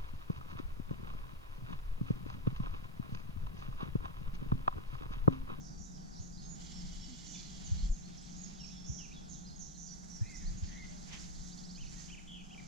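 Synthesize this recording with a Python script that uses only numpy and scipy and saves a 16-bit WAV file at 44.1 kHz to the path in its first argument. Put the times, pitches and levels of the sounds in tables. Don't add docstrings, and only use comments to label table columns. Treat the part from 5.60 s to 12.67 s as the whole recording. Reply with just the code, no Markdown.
import sys
import numpy as np
from scipy import signal
from scipy.fft import rfft, irfft, next_fast_len
from scipy.io import wavfile

SR = 44100
rng = np.random.default_rng(int(sys.argv[2]) if len(sys.argv) > 2 else 0)


def unload_audio(sound):
    columns = np.transpose(np.atleast_2d(sound))
    steps = np.round(np.clip(columns, -1, 1) * 32767)
    wavfile.write(sys.argv[1], SR, steps.astype(np.int16))


N = 311787
TIME = np.arange(N) / SR


def undb(db):
    return 10 ** (np.asarray(db) / 20)


def unit(x):
    return x / np.sqrt(np.mean(x ** 2))


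def swell(curve):
    return undb(np.interp(TIME, *np.transpose(curve)))


def swells(events, rounding=0.24):
    power = 0
    for peak, rise, fall, db in events:
        away = np.maximum((peak - TIME) / rise, (TIME - peak) / fall)
        power = power + (undb(db) * np.exp(rounding - np.hypot(away, rounding))) ** 2
    return np.sqrt(power)


def colour(x, points):
    hz, db = np.transpose(points)
    size = next_fast_len(N)
    freq = np.fft.rfftfreq(size, 1 / SR) + 1
    gain = undb(np.interp(np.log(freq), np.log(hz), db))
    return irfft(rfft(x, size) * gain, size)[..., :N]


def noise(points, likeness=0):
    common, *own = rng.standard_normal((3, N))
    mixed = np.sqrt(likeness) * common + np.sqrt(1 - likeness) * np.array(own)
    return unit(colour(mixed, points))


def walk(rate):
    knots = rng.standard_normal(4096)
    return unit(np.interp(TIME * rate, np.arange(len(knots)), knots))


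def add(out, start, sound):
    i = int(np.clip(start * SR, 0, N - 1))
    out[:, i:i + sound.shape[1]] += sound[:, :N - i]


WOOD_T60_S = 0.55


def trees(build_s=0.0092, early_db=5, early_s=0.0047, likeness=0.34):
    t = TIME[:SR * 3 // 5]
    common = np.sqrt(likeness) * rng.standard_normal(len(t))
    scatter = common + np.sqrt(1 - likeness) * rng.standard_normal((2, len(t)))
    fade_db = early_db * np.exp(-t / early_s) - 60 * t / WOOD_T60_S
    echo = scatter * undb(fade_db) * (1 - np.exp(-t / build_s))
    return echo / np.sqrt(np.sum(echo ** 2) / 2)


def note(length, start_hz, middle_hz, end_hz, db, echo_db, warble_rate=0, warble_hz=0,
         waver=0.0055, sweep_waver=0.038, flutter_db=1.5, edge=0.15, throb_db=-0.9):
    t = TIME[:int(length * SR)]
    chances = [np.interp(t * 300, np.arange(64), k) for k in rng.standard_normal((4, 64))]
    pitch_chance, level_chance, pace_chance, depth_chance = chances
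    warble = np.sin(2 * np.pi * np.cumsum(warble_rate * (1 + 0.088 * pace_chance)) / SR)

    knots = [0, length / 2, length], [start_hz, middle_hz, end_hz]
    arch = np.polyval(np.polyfit(*knots, 2), t)
    path = (2 * arch + np.interp(t, *knots)) / 3
    unsteady_hz = waver * path + sweep_waver * abs(end_hz - start_hz)
    hz = path + unsteady_hz * pitch_chance + warble_hz * warble * (1 + .25 * depth_chance)

    rim_db = -4 * warble ** 2
    level_db = db + flutter_db * level_chance + throb_db * warble + rim_db
    force = signal.windows.tukey(len(t), edge) * undb(level_db)
    tone = np.sqrt(2) * force * np.sin(2 * np.pi * np.cumsum(hz) / SR)

    leaves_db = np.interp(middle_hz, [3000, 6000], [0, 2.5])
    paths = undb(echo_db + 0.35 * leaves_db) * trees()
    paths[0, 0] += undb(-leaves_db)
    paths[1, 1] += undb(-leaves_db)
    return signal.fftconvolve(tone[None], paths, axes=1)


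def sing(build, start, length, hz, db):
    notes = []
    for onset, share, first, middle, last, note_db, echo_db in build:
        sound = note(share * length, first * hz, middle * hz, last * hz, db + note_db, echo_db)
        notes.append((start + onset * length, sound))
    return notes


# (time [s], length [s], start [Hz], end [Hz], level [dB], echo [dB],
# warble rate [1/s], warble depth [Hz])
BUZZ_NOTES = [(0, 0.08, 6340, 5180, -60, 1.5, 123, 690), (0.174, 0.087, 6120, 6520, -57, 1, 100, 700),
              (0.257, 0.028, 3750, 3780, -74, 1, 160, 200), (.31, 0.052, 5700, 5210, -65.5, 5.5, 110, 603),
              (0.504, 0.047, 5100, 4500, -65, 5.5, 70, 400), (0.555, 0.045, 5430, 5770, -57.5, -3, 80, 170),
              (.545, 0.053, 4000, 4300, -71, 2, 90, 350), (0.596, 0.047, 6270, 6500, -57, 1.5, 78, 430),
              (0.721, 0.041, 4890, 4830, -61.5, 2, 103, 260),
              (0.803, 0.026, 5000, 5130, -64.5, 5, 110, 300), (0.822, 0.033, 4200, 3750, -66, -1, 90, 330),
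              (1.638, 0.13, 6530, 6050, -55.5, 4.5, 54, 775), (1.756, 0.046, 5100, 4140, -58, 2, 70, 397),
              (3.254, 0.16, 6250, 5870, -49.5, -1.5, 110, 690),
              (3.693, 0.024, 6650, 6360, -50, 4.5, 96, 250), (3.721, 0.027, 5950, 5480, -55, -5, 126, 472),
              (3.724, 0.053, 4300, 3500, -69, 1, 100, 400), (3.989, 0.044, 6750, 5750, -47.5, 0, 113, 420),
              (4.166, 0.12, 6350, 6110, -50.5, -3, 75, 615),
              (4.263, 0.049, 5550, 4600, -56, -5.5, 110, 550),
              (4.493, 0.098, 5800, 5640, -51.5, -7, 106, 330),
              (4.742, 0.027, 5790, 5230, -51, -8, 120, 350), (4.762, .025, 6100, 6460, -55, 2, 120, 550),
              (4.971, 0.03, 6510, 6700, -52.5, -2, 136, 330), (6.344, 0.067, 6430, 6500, -60.5, 4, 58, 840),
              (4.601, 0.067, 1680, 1930, -73, -4, 79, 140), (4.631, 0.042, 2020, 2190, -75, 1, 100, 190),
              (4.632, 0.1, 2410, 2550, -69.5, -2, 98, 95), (4.805, 0.0367, 2100, 1818, -67, 2.5, 110, 260),
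              (5.072, 0.036, 2020, 1650, -68, 5.5, 106, 190), (5.125, 0.0624, 1937, 2078, -63, 0, 74, 140),
              (6.671, 0.088, 3253, 3046, -58.5, 2.5, 120, 232),
              (6.739, 0.085, 3080, 2530, -62.5, -2.5, 133, 350)]
BUZZ_ARCH = 1.02


def buzzes():
    out = np.zeros((2, N))
    for start, length, start_hz, end_hz, *voice in BUZZ_NOTES:
        middle_hz = BUZZ_ARCH * (start_hz + end_hz) / 2
        add(out, start, note(length, start_hz, middle_hz, end_hz, *voice))
    return out


# (time [s], level [dB])
CHORUS_LEVEL = [(0, -67), (.9, -67), (2.3, -64), (2.7, -59.5), (3.2, -64.5), (4.1, -64), (5.8, -59),
                (6.2, -61.5), (6.45, -58.5), (6.7, -76.5), (7.07, -62)]
# (time [s], level [dB])
LOW_VOICES_LEVEL = [(0, -2), (.3, -9), (.6, -3.5), (2.2, 3), (2.35, -6), (2.6, 1), (2.82, -3.5), (3.05, 5),
                    (3.32, 1), (3.7, 1), (4.3, -2.5), (4.5, -3.5), (5.4, -1.5), (5.9, -1), (7.07, -1)]
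# (frequency [Hz], relative level [dB])
CHORUS_SPECTRUM = [(2500, -19.5), (3400, -4), (4500, 0), (5500, 2), (6500, 7), (7200, -9.5), (7800, -5.5),
                   (8400, -50)]


def chorus(flicker_db=2.0):
    wash, out = noise(CHORUS_SPECTRUM, likeness=0.91), 0
    for low in range(2400, 8400, 600):
        band_filter = signal.butter(2, [low, low + 600], "band", fs=SR, output="sos")
        band = signal.sosfilt(band_filter, np.roll(wash, low, axis=1))
        voices = swell(LOW_VOICES_LEVEL) if low < 4800 else 1
        out = out + band * voices * undb(flicker_db * walk(24))
    return unit(out) * swell(CHORUS_LEVEL)


def far_chirps(count=36, low_hz=3600, high_hz=7000, length=0.011, glide=0.157, over_chorus_db=-9, echo_db=3):
    out = np.zeros((2, N))
    for k, (when, pitch, slope) in enumerate(rng.random((count, 3))):
        start = (k + when) / count * N / SR
        hz = low_hz + pitch * (high_hz - low_hz)
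        bend = glide * (2 * slope - 1)
        db = np.interp(start, *np.transpose(CHORUS_LEVEL)) + over_chorus_db
        add(out, start, note(length, hz * (1 - bend), hz, hz * (1 + bend), db, echo_db))
    return out


# (frequency [Hz], relative level [dB per Hz])
ROAD_COMMON = [(60, 1), (100, -17.5), (150, 1), (200, -1), (260, -13), (400, -21.5), (560, -29.5),
               (760, -22.5), (1050, -32.5), (1500, -30.5), (2600, -41), (8000, -54.5)]
# (frequency [Hz], relative level [dB per Hz])
ROAD_OPPOSED = [(60, -0.5), (100, -15), (150, -1), (200, 0.5), (260, -8.5), (400, -17.5), (560, -19.5),
                (780, -10.5), (1050, -21.5), (1500, -21.5), (2600, -36.5), (8000, -67)]
# (frequency [Hz], relative level [dB])
TYRE_SPECTRUM = [(400, -20.5), (620, -9), (760, 0), (900, -13), (1400, -11), (4000, -54)]
# (peak time [s], rise [s], fall [s], level before drone swell [dB])
TYRE_SWELLS = [(6.95, 0.099, 0.26, -69)]
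# (frequency [Hz], level [dB])
HUM_TONES = [(120, -84), (179.3, -57.5), (240, -85.5), (299, -75.5)]
# (time [s], level [dB])
DRONE_SWELL = [(0, 0.5), (.9, 0), (1.3, 1), (1.8, 0), (3.7, 0.5), (4.2, -1), (5.1, 1), (6.3, -0.3),
               (7.07, 0)]
# (frequency [Hz], relative level [dB])
HISS_SPECTRUM = [(1000, -9), (7000, 15.5), (8500, 2.5), (12500, -4.5)]


def distance(common_db=-53.0, opposed_db=-53.5, hiss_db=-69.5, waver_db=3.0, left_db=1.0):
    ports = np.array([[1], [-1]])
    road = undb(common_db) * noise(ROAD_COMMON)[0]
    road = road + undb(opposed_db) * noise(ROAD_OPPOSED)[0] * ports
    tyres = noise(TYRE_SPECTRUM, likeness=.7) * swells(TYRE_SWELLS)
    road = road * undb(.8 * walk(8)) + tyres
    hum = 0
    for hz, db in HUM_TONES:
        level = np.sqrt(2) * undb(db + waver_db * walk(8) + left_db * ports)
        phase = 2 * np.pi * hz * TIME + 0.5 * walk(4.3) + .5 * ports
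        hum = hum + level * np.sin(phase)
    return (road + hum) * swell(DRONE_SWELL) + undb(hiss_db) * noise(HISS_SPECTRUM)


# (frequency [Hz], relative level [dB])
WIND_SPECTRUM = [(15, -16), (30, 4), (45, -6.5), (60, -9), (90, -15.5), (200, -26.5), (600, -84)]
# (peak time [s], rise [s], fall [s], level [dB])
PUFFS = [(.18, 0.03, 0.045, -42.5), (.83, 0.15, 0.13, -49.5), (1.3, 0.12, 0.2, -44.5),
         (2.2, 0.09, 0.12, -36), (4.93, 0.16, 0.14, -41), (5.78, 0.13, 0.13, -51), (6.25, 0.13, 0.14, -47)]
BREEZE_DB = -64


def wind():
    strength = np.hypot(undb(BREEZE_DB), swells(PUFFS))
    balance_db = np.array([[1], [-2.5]])
    flutter = undb(2.8 * walk(14) + balance_db)
    return noise(WIND_SPECTRUM, likeness=0.17) * strength * flutter


def grainy_noise(points, events, grain_db, uneven_db):
    size_db = grain_db * np.minimum(rng.exponential(size=N), 4)
    grains = rng.standard_normal((2, N)) * undb(size_db)
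    return unit(colour(grains, points)) * swells(events) * undb(uneven_db * walk(45))


# (frequency [Hz], relative level [dB])
BRIGHT_SPECTRUM = [(800, -9), (2000, 1), (3500, -18.5), (5000, 6), (7200, 11), (8300, -7.5), (10000, -13),
                   (13000, -24)]
# (peak time [s], rise [s], fall [s], level [dB])
BRIGHT_SWELLS = [(1.17, 0.49, 1, -64), (2.1, 0.39, 0.16, -63), (2.75, 0.42, 0.79, -69),
                 (4.68, 0.38, 0.51, -61.5), (5.58, 0.19, 0.36, -58), (5.87, 0.19, 0.16, -62),
                 (6.4, 0.2, 0.22, -59), (7.05, 0.17, .2, -65.5)]


def bright_rustle():
    return grainy_noise(BRIGHT_SPECTRUM, BRIGHT_SWELLS, grain_db=-0.5, uneven_db=2.0)


# (onset [share of call], length [share of call],
# start, middle and end pitch [multiples of call pitch], relative level [dB], echo [dB])
WHISTLE_BUILD = [(0, 1, 1.007, 1, .995, 0, -2)]
PEEP_BUILD = [(0, 1, .96, 1, .98, 0, -8)]
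DOWNSLUR_BUILD = [(0, 1, 1.13, 1, .85, 0, 1)]
UPSLUR_BUILD = [(0, .42, .9, .95, 1, -2, -3), (.38, .62, 1, 1.005, 1, 0, -3)]
FLICK_BUILD = [(0, 1, .9, 1, 1.12, 0, -4)]
HOOK_BUILD = [(0, .72, .985, 1, .99, 0, -6), (.68, .32, .99, .9, .8, -3, -4)]
TSEEP_BUILD = [(0, .7, 1.15, 1, .96, 0, -1), (.55, .45, .85, .66, .56, -14, -6)]
SWOOP_BUILD = [(0, .3, 1.19, 1.03, .98, -1, -1), (.28, .27, .99, .93, .81, -1, -3),
               (.91, .13, .8, .87, .98, -1, -7)]
SAG_BUILD = [(0, .4, 1.1, 1.08, 1.05, 0, -3), (.42, .58, 1.01, .975, .975, -.5, -3)]
ZIP_BUILD = [(0, 1, 1.25, 1, .65, 0, 2)]
SIGH_BUILD = [(0, .36, .97, 1, 1.035, -5, 0), (.31, .69, 1.045, 1, .95, 0, -4)]
CHEER_BUILD = [(0, .34, .95, 1.02, 1.12, -6, -4), (.2, .42, .77, .87, 1, -2.5, -5),
               (.52, .48, .98, .965, .7, 1, -5)]
DROP_BUILD = [(0, 1, 1.1, 1, .81, 0, -3.5)]
# (time [s], length [s], pitch [Hz], level [dB])
WHISTLES_SUNG = [(0.11, 0.081, 4620, -72), (0.42, 0.05, 4540, -69), (.815, 0.063, 6400, -61),
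                 (0.885, 0.079, 6750, -54.5), (1.743, 0.033, 3480, -60), (2.76, 0.097, 6645, -54),
                 (2.996, 0.057, 5490, -51.5), (3.15, .04, 5400, -59), (3.207, 0.061, 3480, -75),
                 (3.24, 0.041, 5440, -57), (4.305, 0.024, 5854, -50), (5.06, 0.063, 6150, -59.5),
                 (6.366, 0.042, 1884, -71.5)]
PEEPS_SUNG = [(1.04, .025, 6250, -59), (1.315, .025, 6220, -58), (3.848, 0.023, 4270, -61.5),
              (3.913, 0.018, 4280, -62), (3.96, 0.015, 6570, -54), (4.149, 0.023, 4220, -64)]
DOWNSLURS_SUNG = [(1.748, 0.014, 2520, -64.5), (2.573, 0.018, 5610, -57), (2.719, 0.015, 5430, -58.5),
                  (2.834, 0.027, 5430, -58.5), (3.065, 0.015, 5850, -54), (3.683, 0.018, 6680, -61),
                  (4.553, 0.018, 5660, -59), (4.946, .05, 2710, -85)]
UPSLURS_SUNG = [(.775, 0.031, 4360, -60.5), (1.794, 0.018, 4370, -71), (2.175, 0.04, 4290, -58.5),
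                (2.429, 0.062, 4340, -65)]
FLICKS_SUNG = [(2.603, .028, 7280, -62), (2.751, .024, 7000, -65), (2.975, 0.038, 5100, -66),
               (4.665, 0.038, 4240, -64.5), (4.757, 0.024, 6180, -54), (4.854, 0.043, 4470, -59),
               (5.296, 0.021, 6450, -56), (5.436, 0.016, 6350, -66)]
HOOKS_SUNG = [(1.13, 0.096, 5460, -56), (1.41, 0.06, 5460, -56), (3.632, 0.031, 5140, -70),
              (3.866, 0.039, 4970, -58.5), (6.977, 0.028, 2360, -57.5)]
TSEEPS_SUNG = [(2.038, .066, 6370, -52), (2.298, 0.073, 6560, -55)]
SWOOPS_SUNG = [(2.986, .118, 2870, -68), (3.383, .142, 2840, -63.5)]
SAGS_SUNG = [(3.11, 0.079, 3445, -70), (3.533, 0.062, 3500, -64)]
ZIPS_SUNG = [(0.37, 0.013, 3900, -71.5), (.589, 0.015, 3900, -74), (0.812, 0.014, 3900, -70.5)]
SIGHS_SUNG = [(4.655, .11, 2087, -62.5), (5.163, .097, 2090, -61)]
CHEERS_SUNG = [(6.157, 0.089, 3102, -64), (6.484, 0.07, 3057, -59), (6.896, .055, 3165, -60)]
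DROPS_SUNG = [(6.257, 0.0206, 2700, -66), (6.572, 0.024, 2520, -60.5)]


def calls():
    out = np.zeros((2, N))
    repertoire = [
        (WHISTLE_BUILD, WHISTLES_SUNG), (PEEP_BUILD, PEEPS_SUNG), (DOWNSLUR_BUILD, DOWNSLURS_SUNG),
        (UPSLUR_BUILD, UPSLURS_SUNG), (FLICK_BUILD, FLICKS_SUNG), (HOOK_BUILD, HOOKS_SUNG),
        (TSEEP_BUILD, TSEEPS_SUNG), (SWOOP_BUILD, SWOOPS_SUNG), (SAG_BUILD, SAGS_SUNG),
        (ZIP_BUILD, ZIPS_SUNG), (SIGH_BUILD, SIGHS_SUNG), (CHEER_BUILD, CHEERS_SUNG),
        (DROP_BUILD, DROPS_SUNG)]
    for build, sung in repertoire:
        for call in sung:
            for start, sound in sing(build, *call):
                add(out, start, sound)
    return out


# (time [s], ring [Hz], level [dB], rise [s], likeness of the ports [-1 to 1])
CAMERA_BUMPS = [(0.595, 101, -33.5, 0.0077, -0.66), (2.11, 93.7, -22.5, 0.013, -0.9),
                (2.142, 57, -27.5, 0.012, -0.27), (2.218, 41.4, -27, 0.026, 0.99),
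                (2.292, 26, -21.5, 0.017, 0.98), (3.286, 128, -31.5, 0.011, -0.42),
                (3.286, 70, -36, 0.017, 0.14), (4.608, 108, -24, 0.012, -0.85),
                (4.83, 27.8, -31.5, 0.047, -0.16), (4.949, 130, -41, 0.0067, 0.41),
                (5.021, 74, -27.5, 0.011, -0.14)]


def bumps():
    out, t = np.zeros((2, N)), TIME[:SR // 4]
    for start, hz, db, rise, likeness in CAMERA_BUMPS:
        push = (t / rise * np.exp(1 - t / rise)) ** 2
        apart = np.array([[0], [np.arccos(likeness)]])
        add(out, start, undb(db) * push * np.sin(2 * np.pi * hz * t + apart))
    return out


# (frequency [Hz], relative level [dB])
RASP_SPECTRUM = [(1700, -18.5), (2100, -7), (2650, -14.5), (3000, -5.5), (3900, -2.5), (4500, 2),
                 (6500, -0.5), (7500, 0.5), (8100, -27), (11000, -51)]
# (frequency [Hz], width [Hz], relative level [dB])
WING_RESONANCES = [(2960, 13, -5), (3306, 30, -3), (4600, 130, -21), (5100, 81, -9), (5500, 82, -13),
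                   (7400, 170, -18)]


def insect(start=0.934, stop=2.31, db=-58.5, modes_db=-9, shiver_db=1.0):
    scrape = rng.standard_normal((2, N))
    ring = 0
    for hz, width, mode_db in WING_RESONANCES:
        resonance = signal.iirpeak(hz, hz / width, fs=SR)
        ring = ring + undb(mode_db) * unit(signal.lfilter(*resonance, scrape))
    rasp = noise(RASP_SPECTRUM, likeness=0.67) + undb(modes_db) * ring
    gate = np.clip((TIME - start) / 0.087, 0, 1) * np.clip((stop - TIME) / 0.047, 0, 1)
    return rasp * gate * undb(db + shiver_db * walk(90))


# (time [s], length [s], start [Hz], middle [Hz], end [Hz], level [dB], echo [dB])
COO_NOTES = [(1.476, 0.083, 274, 253, 232, -59, -19), (5.291, 0.089, 580, 610, 585, -75, -2)]


def coos():
    out = np.zeros((2, N))
    for start, *shape in COO_NOTES:
        add(out, start, note(*shape))
    return out


# (frequency [Hz], relative level [dB])
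ROUGH_SPECTRUM = [(300, -1), (700, 8), (1400, 8), (2200, 13.5), (3500, 13.5), (6000, -9), (8500, -50)]
# (peak time [s], rise [s], fall [s], level [dB])
ROUGH_SWELLS = [(2.17, 0.32, 0.081, -71), (2.75, 0.56, 0.73, -71), (5.04, 0.16, 0.37, -68),
                (5.52, 0.026, 0.085, -56), (6.4, 0.11, 0.23, -68)]


def rough_washes():
    return grainy_noise(ROUGH_SPECTRUM, ROUGH_SWELLS, grain_db=2.5, uneven_db=2.5)


# (length [s], start [Hz], middle [Hz], end [Hz])
RATTLE_NOTE = (.013, 5700, 4900, 4100)
RATTLE_START_S, RATTLE_PERIOD_S = 5.032, .0122


def rattle(count=5, db=-57, fade_db=1.0, echo_db=-5):
    out = np.zeros((2, N))
    for k in range(count):
        stroke = note(*RATTLE_NOTE, db - k * fade_db, echo_db)
        add(out, RATTLE_START_S + k * RATTLE_PERIOD_S, stroke)
    return out


# (onset [share], length [share],
# start, middle and end pitch [multiples of syllable pitch], relative level [dB], echo [dB])
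TRILL_SYLLABLE = [(.19, .25, .84, .93, 1.04, -2, -9), (.41, .13, 1.02, .96, .94, 0, -9),
                  (.5, .31, .94, 1.05, 1.15, 0, -9), (.78, .2, 1.15, 1.14, 1.09, -6, -9)]
# (time [s], level [dB])
TRILL_LOUDNESS = [(5.2, -66.5), (5.55, -60.5), (5.7, -63), (5.85, -63), (5.92, -57), (6.14, -56),
                  (6.2, -64), (6.27, -61), (6.44, -61.5)]
SYLLABLE_S, SYLLABLE_HZ = .042, 4700
TRILL_START_S, TRILL_PERIOD_S, TRILL_SLOWING_S = 5.197, .05304, .000145


def trill(count=23, uneven_db=0.5):
    out = np.zeros((2, N))
    for k, chance in enumerate(rng.standard_normal(count)):
        onset = TRILL_START_S + k * TRILL_PERIOD_S + TRILL_SLOWING_S * k ** 2
        db = np.interp(onset, *np.transpose(TRILL_LOUDNESS)) + uneven_db * chance
        for start, sound in sing(TRILL_SYLLABLE, onset, SYLLABLE_S, SYLLABLE_HZ, db):
            add(out, start, sound)
    return out


def scene():
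    birds = buzzes() + far_chirps() + calls() + coos() + rattle() + trill()
    wood = birds + chorus() + bright_rustle() + insect() + rough_washes()
    left_treble = [(2300, -0.5), (3300, -0.5), (4400, -5.5), (5500, -13.0), (7200, -14.0), (8500, -0.5)]
    left = colour(wood[0], left_treble)
    wood = np.array([left, wood[1]]) * undb(3.5)
    return wood + distance() + wind() + bumps()


TOP_HZ = 13000


def record(dry):
    low_pass = signal.ellip(8, .2, 70, TOP_HZ, fs=SR, output="sos")
    return signal.sosfilt(low_pass, dry)


dry = scene()
out = record(dry)
unload_audio(out)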